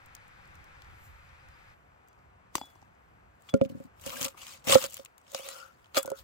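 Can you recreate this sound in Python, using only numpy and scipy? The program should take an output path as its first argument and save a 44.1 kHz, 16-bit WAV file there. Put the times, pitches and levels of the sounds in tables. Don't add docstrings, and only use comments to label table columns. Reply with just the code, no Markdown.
import sys
import numpy as np
from scipy import signal
from scipy.fft import rfft, irfft, next_fast_len
from scipy.io import wavfile
from scipy.ndimage import uniform_filter1d, map_coordinates

SR = 44100
rng = np.random.default_rng(int(sys.argv[2]) if len(sys.argv) > 2 else 0)


def pcm_store(signal):
    levels = np.round(np.clip(np.atleast_2d(signal), -1, 1) * 32767)
    wavfile.write(sys.argv[1], SR, levels.astype(np.int16).T)


def volts_from_decibels(level):
    exponent = np.asarray(level, float) / 20
    return 10 ** exponent


N = 274743
T = np.arange(N) / SR


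def unit(x):
    return x / np.sqrt(np.mean(x ** 2) + 1e-20)


def along(points, hz):
    f, *columns = np.transpose(points)
    return np.squeeze([np.interp(np.log(hz + 1), np.log(f + 1), column) for column in columns])


def wobble(rate):
    knots = rng.standard_normal(int(N * rate / SR) + 4)
    return map_coordinates(knots, [T * rate])


def noise_pair():
    return rng.standard_normal((2, N))


def stroke(s, rise, hold, fall, db):
    before = np.clip(s - T, 0, None)
    after = np.clip(T - s - hold, 0, None)
    return volts_from_decibels(db - 42.0 * (before / rise + after / fall))


def strokes(rows):
    return sum(stroke(*row) for row in rows)


def add(track, s, sound):
    part = track[..., round(s * SR):][..., :sound.shape[-1]]
    part += sound[..., :part.shape[-1]]


def ring(modes, seconds, free=1, pitch=1, contact=0.00084):
    t = np.arange(int(seconds * SR)) / SR
    side = np.array([[.5], [-.5]])
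    out = 0
    for hz, db, t60, pan_db, lead in modes:
        fading = volts_from_decibels(db + side * pan_db - 60 * t / (free * t60))
        out = out + fading * np.sin(2 * np.pi * pitch * hz * t + side * lead)
    return (1 - np.exp(-t / contact)) * out


def whistle(rows, rough):
    s, hz, db = np.transpose(rows)
    pitch = np.interp(T, s, hz) * (1 + .03 * rough * wobble(200))
    level = volts_from_decibels(np.interp(T, s, db, left=-140, right=-140) + 8 * rough * wobble(120))
    return level * np.sin(2 * np.pi * np.cumsum(pitch) / SR)


# (f/Hz, likeness 0-1, left lead/rad, left-right level/dB)
NEAR = [(130.1, .9, -5, 4), (250, 0.9, -5.5, -3), (546, 0.9, 7.5, -18), (850, 0.8, 6.5, 3),
        (1325, 0.2, -1.56, 14), (2030, .4, -5.5, 0.6), (2957, 0.2, -2.5, 0.5), (6000, 0.1, 1.65, 2.5),
        (9460, 0.5, -5, 3.5), (16300, 0.01, 5, 11)]
# (f/Hz, likeness 0-1, left lead/rad, left-right level/dB)
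FAR = [(50, 0.5, .4, -1.5), (130, 0.99, 0.13, -0.5), (239, 0.95, 1.2, -5.5), (537, 0.3, 2.2, -0.5),
       (854, 1, 2.47, 6), (1270, 0.3, 1.9, 1), (3556, 0.5, 4.98, 5), (6050, 1, 4.67, 3),
       (9000, 0.9, 4.85, 0), (14000, 0.4, 3.5, 2.5)]


def ports(pair, gain, where):
    size = next_fast_len(N + 8192)
    hz = np.fft.rfftfreq(size, 1 / SR)
    alike, lead, pan_db = along(where, hz)
    turn = np.arccos(np.clip(alike, 0, 1)) / 2
    colour = gain(hz) / np.sqrt(np.mean(gain(hz) ** 2))
    a, b = rfft(pair, size) * colour * [np.cos(turn), np.sin(turn)]
    tilt = volts_from_decibels(pan_db / 2) * np.exp(.5j * lead)
    return irfft(np.array([(a + b) * tilt, (a - b) / tilt]), size)[:, :N]


# (t/s, peak level/dB, crispness/dB, ring f/Hz)
EMBERS = [(.06, -49.5, 11, 8000), (.1503, -34.5, 8, 6800), (.1655, -49, 5, 4600), (.28, -57, 11, 9000),
          (.454, -52, 3, 4800), (.4752, -57, 8, 8200), (.5443, -54, -3, 3000), (.554, -50, 10, 5500),
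          (.642, -51, 8.5, 5000), (.8197, -43.5, 4, 3700), (.8453, -52, -1, 4050), (1.291, -54, -7, 4100),
          (1.486, -54, 8, 5600), (2.075, -60, 7, 7050), (2.0836, -60.5, 15, 7000), (2.13, -59.5, 3, 6400),
          (2.189, -62, -7, 5000)]
PEEL = [(2.5535, -13.5, 6, 7600), (2.5805, -31, -9, 6000), (2.6138, -40, -11, 4500), (2.6365, -55, 8, 7000),
        (2.656, -50, 12.5, 9500), (2.7538, -56, 4, 5500), (2.8165, -54, 1, 5400), (2.8266, -55.5, -6, 5200),
        (2.8494, -63, 4, 7000), (2.9502, -63.5, -3.5, 7200), (3.421, -56, 14, 7600),
        (3.4885, -43.5, -6, 2800), (3.492, -36, -4, 3100), (3.4962, -40, -6, 5200),
        (3.5395, -25.5, -8, 7140), (3.6128, -33, -15, 2980), (3.65, -40.5, -5, 3080),
        (3.6572, -48, 3, 3500), (3.697, -47, -1, 3150), (3.8385, -52, 11, 7640)]
SPLITS = [(3.9968, -47, 6, 3000), (4.012, -44.5, 7, 6900), (4.017, -44.5, 4, 7300), (4.0625, -25, 1, 7250),
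          (4.095, -30, 0, 5500), (4.1028, -29, -9, 3270), (4.1312, -37, 5, 7500), (4.172, -30, 2.5, 8500),
          (4.2108, -25.5, 2, 7000), (4.2128, -24, -13, 3050), (4.2188, -25, 7.5, 3300),
          (4.2282, -19.5, 2.5, 6200), (4.234, -30, 1.5, 7000), (4.2447, -19.5, 5, 6600),
          (4.2478, -19.5, 5, 7100), (4.2515, -21.5, 0, 4000), (4.264, -37, 0.5, 8000),
          (4.2816, -27.5, -4.5, 7400), (4.2868, -37, 2, 7200), (4.306, -46, -5, 2700),
          (4.376, -56.5, -12.5, 3000), (4.467, -33.5, -5, 3300), (4.622, -53, -9, 2497),
          (4.6418, -48, -4, 3000), (4.6718, -24, -2.5, 2490), (4.685, -22, -3.5, 7160),
          (4.696, -21, -3, 3500), (4.705, -14, 2, 3950), (4.7115, -14, -5.5, 2920),
          (4.7195, -11, 1.5, 7470), (4.7233, -5.5, -3, 3300), (4.727, -9, -3.5, 8000),
          (4.735, -14.5, -4, 2820), (4.7415, -17, -5.5, 2920), (4.745, -8.5, -4.5, 5000)]
FLAKES = [(4.8245, -22, -4, 8100), (4.8405, -20.5, 0, 7150), (4.8498, -34, -2, 3297),
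          (4.8628, -29, 3, 7520), (4.8993, -47, 11, 7300), (4.9075, -44, 9, 7000), (4.9235, -38.5, 5, 7500),
          (4.9332, -38, 7, 7740), (4.942, -31, 8, 6950), (4.968, -31, 5.5, 2900), (4.977, -35.5, 2, 3420),
          (4.989, -42, 0.5, 7470), (4.997, -42, -7, 3400), (5.0317, -53.5, 4, 6280), (5.049, -39, 8, 7000),
          (5.0583, -37.5, -1.5, 2854), (5.1798, -46, 4.5, 6660), (5.214, -55, -0.5, 8480),
          (5.267, -51, -4.5, 3000), (5.28, -53, -7.5, 3050)]
SWEPT = [(5.318, -41, 10, 7000), (5.3468, -18.5, 0.5, 5830), (5.4875, -25, 4, 8500), (5.5025, -38, 7, 8500),
         (5.8438, -49, 0, 3220), (5.8576, -52, -7.5, 3380), (5.9457, -27.5, -8, 3930),
         (5.969, -23, -10, 2470), (5.9745, -17, -4, 6630), (5.979, -20.5, -12, 3420),
         (5.9845, -23, 11.5, 7600), (6.0235, -44, 10, 8000), (6.0275, -38, 10, 9000),
         (6.0295, -33.5, 12.5, 7600), (6.0475, -48, 0, 8600), (6.0584, -36, 12, 6000),
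         (6.0647, -47, 16, 6200), (6.0761, -38, -2, 8200), (6.1015, -35, 10, 6540), (6.1165, -39, 3, 8000)]


def cracks():
    # (cracks, dull part level/dB, bright part level/dB) at crispness 0
    families = [(EMBERS, -20, -13.5), (PEEL, -0.95, -17), (SPLITS, -8.5, -7.5), (FLAKES, -3.5, -5.5),
                (SWEPT, -2.5, -10.5)]
    dulls, brightens = 0.47, 1.55
    flake_q, flake_db = 4, 6
    spiky = .6
    parts = np.zeros((3, 2, N))
    t = np.arange(SR // 20) / SR
    shape = (1 - np.exp(-t / 0.00073)) * (volts_from_decibels(-60 * t / 0.0063) + volts_from_decibels(-11.5 - 60 * t / 0.024))
    for rows, dull_db, bright_db in families:
        for s, db, crisp_db, flake_hz in rows:
            fibres = rng.standard_normal((2, len(t)))
            tear = fibres * np.abs(fibres) ** spiky * shape
            b, a = signal.iirpeak(flake_hz, flake_q, SR)
            rung = tear + volts_from_decibels(flake_db) * signal.lfilter(b, a, tear)
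            even = np.linalg.norm(shape) / np.linalg.norm(rung, axis=1, keepdims=True)
            burst = volts_from_decibels(db - 4.0) * rung * even
            shares = volts_from_decibels([dull_db - dulls * crisp_db, 0, bright_db + brightens * crisp_db])
            add(parts, s, shares[:, None, None] * burst)
    return parts


# (t/s, rise/s, hold/s, fall/s, level/dB)
RUSTLES = [(2.551, 0.044, 0.002, 0.009, -55.5), (2.557, 0.009, 0.006, 0.14, -47),
           (2.66, .1, 0.022, 0.58, -71.5), (3.505, 0.27, 0.0056, 0.04, -65), (3.555, .01, 0.02, .015, -67),
           (3.64, 0.022, 0.021, 0.015, -64), (3.694, .01, 0.008, .02, -61), (3.712, .01, .008, 0.033, -69),
           (3.76, 0.12, 0.096, 0.077, -72.5), (4.3, .05, 0.054, .05, -76), (4.88, .03, 0.096, 0.21, -57),
           (6.03, 0.044, 0.081, 0.085, -68), (5.19, 0.036, 0.01, 0.078, -82), (5.8, 0.24, 0.21, 0.028, -81),
           (6.172, 0.065, 0.024, 0.094, -56)]
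SAWING = [
    (4.066, 0.13, 0.149, 0.057, -48),
    (4.213, 0.019, 0.045, 0.089, -41),
    (4.762, 0.033, 0.095, 0.038, -41),
    (4.642, .004, .025, .02, -56),
]
CRUNCH = [
    (4.674, 0.018, 0.016, 0.057, -38),
    (4.698, 0.042, 0.057, 0.022, -28),
]
SLIDES = [
    (5.36, 0.15, 0.0064, 0.19, -46),
    (5.46, 0.226, 0.042, 0.33, -49.5),
    (5.58, 0.28, 0.012, 0.22, -58),
]
DRAW_BACK = [
    (4.378, .025, 0.16, 0.16, -51.5),
]
SWEEP = [
    (5.9455, 0.0032, .006, 0.046, -51),
    (5.97, 0.033, 0.01, 0.054, -31),
]


def rubbing():
    # (strokes, dull part, bright part, board shaking, deep shaking), levels/dB
    families = [(RUSTLES, -15, -5, -12, -25.5), (SAWING, -3, -3.4, -7, -10.5), (CRUNCH, -5, -8, -1.6, -7.5),
                (SLIDES, -7.5, -10, -6, -30), (DRAW_BACK, -5.5, -10, -18.5, -23), (SWEEP, -0.5, -4.5, 0, -25)]
    gains = 0
    for rows, dull_db, bright_db, shake_db, deep_db in families:
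        gains = gains + volts_from_decibels([dull_db, 0, bright_db, shake_db, deep_db])[:, None] * strokes(rows)
    z = signal.stft(noise_pair(), nperseg=256)[2]
    field = rng.standard_normal(z.shape[1:])
    field = uniform_filter1d(uniform_filter1d(field, size=4, axis=0), size=7, axis=1)
    rustle = signal.istft(z * volts_from_decibels(3.3 * unit(field)), nperseg=256)[1][:, :N]
    clicks = (rng.random(N) < 700 / SR) * volts_from_decibels(4.5 * rng.exponential(size=N).clip(0, 2.4))
    fibres = signal.lfilter([1], [1, -np.exp(-1 / (0.00098 * SR))], clicks)
    grains = rustle * volts_from_decibels(1.1 * wobble(45)) * (1 + .36 * fibres)
    grains /= np.sqrt(uniform_filter1d(np.mean(grains ** 2, axis=0), size=SR // 16))
    return gains[:3, None] * grains, volts_from_decibels(-19.5) * gains[3:] * grains[0]


# (f/Hz, level/dB per Hz)
SKIN = [(440, -44.5), (750, -11.5), (1050, 0), (1760, -8), (2870, -1.5), (3720, -4.5), (4750, -5),
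        (5270, -6), (7660, -6), (11100, -21.5), (14400, -17.5), (15800, -18.5), (16400, -47.5)]


def skin_colour(parts):
    def below(hz, edge_hz):
        return 1 / (1 + (hz / edge_hz) ** 8)

    shares = [lambda hz: below(hz, 2600),
              lambda hz: below(hz, 13000) - below(hz, 2300),
              lambda hz: 1 - below(hz, 9500)]
    return sum(ports(part, lambda hz: volts_from_decibels(along(SKIN, hz)) * share(hz), NEAR)
               for part, share in zip(parts, shares))


# (f/Hz, level/dB, time to fade by 60 dB/s, left-right level/dB, left lead/rad)
BOARD_LOW = [(111, 1.5, 0.033, -9, -3), (259, 2, 0.076, 8.5, -2.5), (196, -6.5, 0.11, -8, 3.5)]
BOARD_MID = [(420, -7, 0.097, -6.5, -1.2)]
BOARD_HIGH = [(542.8, 3, 0.11, -7, -1.49), (298, -20.5, 0.0027, 5, -2), (619, -8.5, 0.07, -5.5, -2.5),
              (465, -9, 0.035, 11.5, -3)]
# (t/s, peak level/dB, low notes level/dB, middle note level/dB)
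KNOCKS = [(3.533, -42, -5, -3), (3.5393, -17.5, -1.5, 2), (3.607, -40.5, -11, -3), (3.6129, -16, -6, -6),
          (3.654, -43.5, 6.5, -4), (3.698, -46, 4, -6), (3.719, -52, 9, 0), (3.748, -49.5, 10, 2),
          (3.769, -55.5, 8, 0), (3.801, -44, 0, -2), (3.849, -72, 23.5, 9), (4.064, -35, -8.5, -14),
          (4.211, -38.5, -1.5, -7), (4.255, -38, -7, -11), (4.672, -33.5, 0, -5), (4.696, -24, -14, -8),
          (4.705, -24, -8, -12), (4.725, -28, -8, -10), (4.7552, -6.5, -17.5, -13), (4.825, -46, -30, -12),
          (4.841, -30, -32, -16), (4.886, -52.5, -31, -14), (4.994, -39.5, -13.5, -5.5),
          (5.347, -32.5, -46, -22), (5.395, -38, -44, -15), (5.955, -39, -28, -6.5),
          (5.974, -20.5, -34, -2), (6.05, -36.5, -11, -3), (6.078, -31, -22, -7), (6.103, -35.5, -21, -6),
          (6.118, -26, -23, 2.5)]
# (from t/s, share of the free ring time, pitch factor, contact time/s)
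LOAD = [
    (0, .9, 1, .0015),
    (3.95, .85, 1, .0011),
    (4.63, .56, .975, .0008),
    (4.8, .62, 1, .0011),
]


def board(shaking):
    drive = np.array([shaking[0], shaking[1], volts_from_decibels(-15) * shaking[0]])
    for s, db, low_db, mid_db in KNOCKS:
        drive[:, round(s * SR)] += volts_from_decibels(db + np.array([1, low_db + 6.0, mid_db]))
    out = np.zeros((2, N))
    ends = [row[0] for row in LOAD[1:]] + [N / SR]
    for (s, free, pitch, contact), end in zip(LOAD, ends):
        span = drive[:, round(s * SR):round(end * SR)]
        for x, modes in zip(span, (BOARD_HIGH, BOARD_LOW, BOARD_MID)):
            answer = ring(modes, .25, free, pitch, contact)
            add(out, s, signal.oaconvolve(x[None], answer, axes=1))
    return out


# (f/Hz, level/dB, time to fade by 60 dB/s)
STEEL = [(2815, -9, .1), (3397, 0, .24), (4830, -11, .19), (6051, -3, .07), (7267, -8, .08),
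         (7700, -3, .03)]
# (t/s, thud level/dB, thud f/Hz, clearest ring level/dB, other rings level/dB)
BULB = [(2.085, -75, 910, -82, -69), (2.5528, -14, 1060, -57.5, -37), (2.5532, -24.5, 1970, -78, -80),
        (2.5545, -25.5, 168, -80, -80), (2.5804, -28.5, 890, -61, -66), (2.6136, -23.5, 836, -44, -64),
        (2.636, -38.5, 850, -77, -80), (2.757, -44, 1020, -80, -73), (2.826, -41.5, 860, -87.5, -70),
        (3.488, -48, 1110, -46.5, -62), (3.497, -70, 1120, -42.5, -53), (3.54, -29.5, 1394, -66, -62),
        (4.166, -38.5, 1620, -55, -78), (4.344, -42, 1160, -77, -82), (4.349, -42, 990, -80, -80),
        (4.841, -27, 1200, -80, -70), (4.755, -22, 1304, -80, -80), (4.7555, -15, 800, -80, -80),
        (5.3465, -29.5, 910, -80, -63), (5.3475, -30, 705, -80, -80), (5.395, -37, 656, -80, -80),
        (5.487, -36, 2400, -80, -80), (5.947, -38, 1290, -77, -80), (5.97, -20, 1200, -32, -44),
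        (5.972, -29, 271, -80, -80), (6.03, -47, 1400, -77, -75), (6.048, -32.5, 850, -73.5, -70),
        (6.077, -31.5, 990, -72.5, -75.5), (6.079, -43.5, 1446, -73, -75), (3.6125, -34, 1230, -80, -80),
        (6.117, -30, 885, -73, -70)]


def blade():
    pressed_s = 3.45
    stilled_s = 3.536
    out = np.zeros((2, N))
    for s, thud_db, thud_hz, clear_db, other_db in BULB:
        free = .92 if s < pressed_s else 0.53
        chance = rng.standard_normal((len(STEEL), 2))
        lingers = 1300 < thud_hz < 1700 or 200 < thud_hz < 400
        modes = [(thud_hz, thud_db, .05 if lingers else .014, 6, .4),
                 (thud_hz / 3.1, thud_db - 12.5, .03, -7, 1.2)]
        for k, (hz, db, t60) in enumerate(STEEL):
            struck_db = clear_db if k == 1 else other_db + 2 * chance[k, 0]
            modes.append((hz, db + struck_db, free * t60, 3, .4 * chance[k, 1]))
        seconds = stilled_s - s if pressed_s < s < stilled_s else .45
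        add(out, s, ring(modes, seconds))
    return out


# (f/Hz, width/Hz, level/dB)
SCRAPED = [(685, 130, 0.5), (1200, 130, -1), (1650, 110, -3), (2400, 130, 0), (3410, 110, -4),
           (4840, 240, -2), (6700, 300, -6), (7600, 300, -6)]


def scrape():
    def steel(hz):
        return sum(volts_from_decibels(db) / np.sqrt(1 + ((hz - mode_hz) / (width / 2)) ** 4) for mode_hz, width, db in SCRAPED)

    shaken = strokes(SWEEP[1:]) * noise_pair() * volts_from_decibels(1.5)
    return ports(shaken, steel, NEAR)


# (t/s, f/Hz, level/dB)
SQUEAKS = [
    [(5.365, 3050, -58), (5.39, 2780, -52), (5.43, 3400, -53), (5.45, 3600, -56), (5.475, 3800, -56),
     (5.5, 4000, -55), (5.53, 4050, -52), (5.545, 4050, -66)],
    [(5.46, 1900, -68), (5.5, 1950, -59), (5.54, 1950, -68)],
    [(4.4, 2400, -70), (4.435, 2280, -61), (4.47, 2450, -63), (4.5, 2550, -61), (4.535, 2280, -63),
     (4.56, 2200, -72)],
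]
# (multiple, level/dB)
OVERTONES = [(1, 0), (2, -3), (3, -2)]
# (t/s, level/dB)
JUDDER = [(5.48, -59), (5.53, -57), (5.65, -55.5), (5.739, -79), (6.0, -95), (6.04, -61.5), (6.149, -59.5),
          (6.22, -78)]


def squeaks():
    s, db = np.transpose(JUDDER)
    slips = volts_from_decibels(np.interp(T, s, db, left=-140) + 1.5 * wobble(60)) * noise_pair()
    judder = ports(slips, lambda hz: 1 / (1 + ((hz - 1380) / 130) ** 2), NEAR)
    glides = list(SQUEAKS[:-1])
    for multiple, db in OVERTONES:
        glides.append(np.multiply(SQUEAKS[-1], [1, multiple, 1]) + [0, 0, db])
    return sum(whistle(glide, rough=0.31) for glide in glides) * volts_from_decibels([[1.5], [-1.5]]) + judder


# (t/s, level/dB)
CHIRPS = [
    (1.135, -78),
    (1.265, -80),
    (1.395, -76),
    (1.525, -72),
    (1.67, -76),
]
# (t/s, f/Hz)
CHIRP = [(0, 4900), (.012, 4740), (.024, 4900), (.036, 5400)]


def bird():
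    t, hz = np.transpose(CHIRP)
    swell_db = np.array([-6, -1, 0, -2])
    calls = sum(whistle(np.transpose([s + t, hz, db + swell_db]), rough=.4) for s, db in CHIRPS)
    return calls * volts_from_decibels([[1.5], [-1.5]])


# (f/Hz, level/dB per Hz)
RUMBLE = [(12, -47), (20, -27), (48, -3), (76, 0), (130, -6), (189, -10.5), (242, -21.5), (400, -17.5),
          (520, -63.5), (880, -120)]
# trees, up to the drop at 1.73 s
TREES = [(120, 5), (200, -8), (436, -8), (537, -0.5), (630, -7), (787, 2.5), (1000, -0.5), (1500, 1.5),
         (1950, -1), (2500, -3), (2850, -11), (9000, -27), (11700, -39), (19800, -120)]
TREES_LATER = [(120, -29.5), (200, -7), (338, -9), (496, -6.5), (610, -7), (715, -2.5), (1460, -6.5), (2560, -15),
               (3570, -27), (9000, -34.5), (11700, -67), (19800, -120)]
HISS = [(2940, -23), (5000, -17.5), (7530, -8.5), (8580, -16.5), (11100, -11), (14900, -4.5), (15700, -32),
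        (16500, -28)]
BUFFET = [(25, -40), (55, -1), (85, -1.5), (125, -22), (200, -50), (400, -120)]
# (t/s, rise/s, hold/s, fall/s, level/dB)
BUFFETS = [
    (0.897, .4, 0.051, 0.15, -55.5),
    (1.098, 0.13, 0.074, 0.21, -53),
    (1.31, 0.25, .02, 0.14, -57.5),
    (1.484, 0.16, 0.018, 0.16, -54.5),
    (6.21, 0.073, .03, 0.093, -58.5),
]
# (t/s, level/dB)
WIND = [(0, 1), (.7, 5.5), (.95, 3.5), (1.15, 0.5), (1.72, 1), (2.4, 0.5), (2.7, 1), (3.1, -0.5), (4.2, 3),
        (4.9, 0.5), (5.15, -4.5), (5.5, -4), (5.9, -3), (6.23, 2.5)]
# (t/s, rise/s, hold/s, fall/s, level/dB)
FLARE = (1.045, .25, .02, .12, -66)


def outdoors():
    drop_s, hiss_dies_s = 1.73, 0.086
    rumble_db, trees_db, hiss_db = (-67.5, -67), (-56.5, -62.5), (-79, -87.5)

    def noise(spectrum):
        return ports(noise_pair(), lambda hz: volts_from_decibels(along(spectrum, hz)), FAR)

    wind_db = np.interp(T, *np.transpose(WIND))
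    later = np.clip((T - drop_s) / 0.045 + .5, 0, 1)
    earlier = np.sqrt(1 - later) * volts_from_decibels(trees_db[0]) * noise(TREES)
    trees = earlier + np.sqrt(later) * volts_from_decibels(trees_db[1]) * noise(TREES_LATER)
    trees = volts_from_decibels(0.3 * wind_db + 0.22 * wobble(9.0)) * trees
    gusts_db = wind_db + 2.5 * wobble(6.4)
    rumble = volts_from_decibels(np.interp(later, [0, 1], rumble_db) + gusts_db) * noise(RUMBLE)
    buffets = strokes(BUFFETS) * noise(BUFFET)
    gone = 1 - np.exp(-np.clip(T - drop_s, 0, None) / hiss_dies_s)
    hiss_level = volts_from_decibels(np.interp(gone, [0, 1], hiss_db)) + stroke(*FLARE)
    hiss = hiss_level * volts_from_decibels(1.5 * wobble(6.9)) * noise(HISS)
    return rumble + buffets + trees + hiss


def scene():
    rustle, shaking = rubbing()
    no_bass = signal.butter(2, 55, "high", fs=SR, output="sos")
    slab = signal.sosfilt(no_bass, board(shaking) + blade())
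    skin = skin_colour(cracks() + rustle)
    return skin + slab + scrape() + squeaks() + bird() + outdoors()


def roll_off(x):
    return signal.sosfilt(signal.butter(12, 16670, fs=SR, output="sos"), x)


def record(dry):
    soft = dry / (1 + np.abs(dry / 1.3) ** 6) ** (1 / 6)
    hz = np.fft.rfftfreq(N, 1 / SR)
    mix = irfft(rfft(soft) / (1 + (hz / 16000) ** 60), N)
    return roll_off(mix)


dry = scene()
out = record(dry)
pcm_store(out)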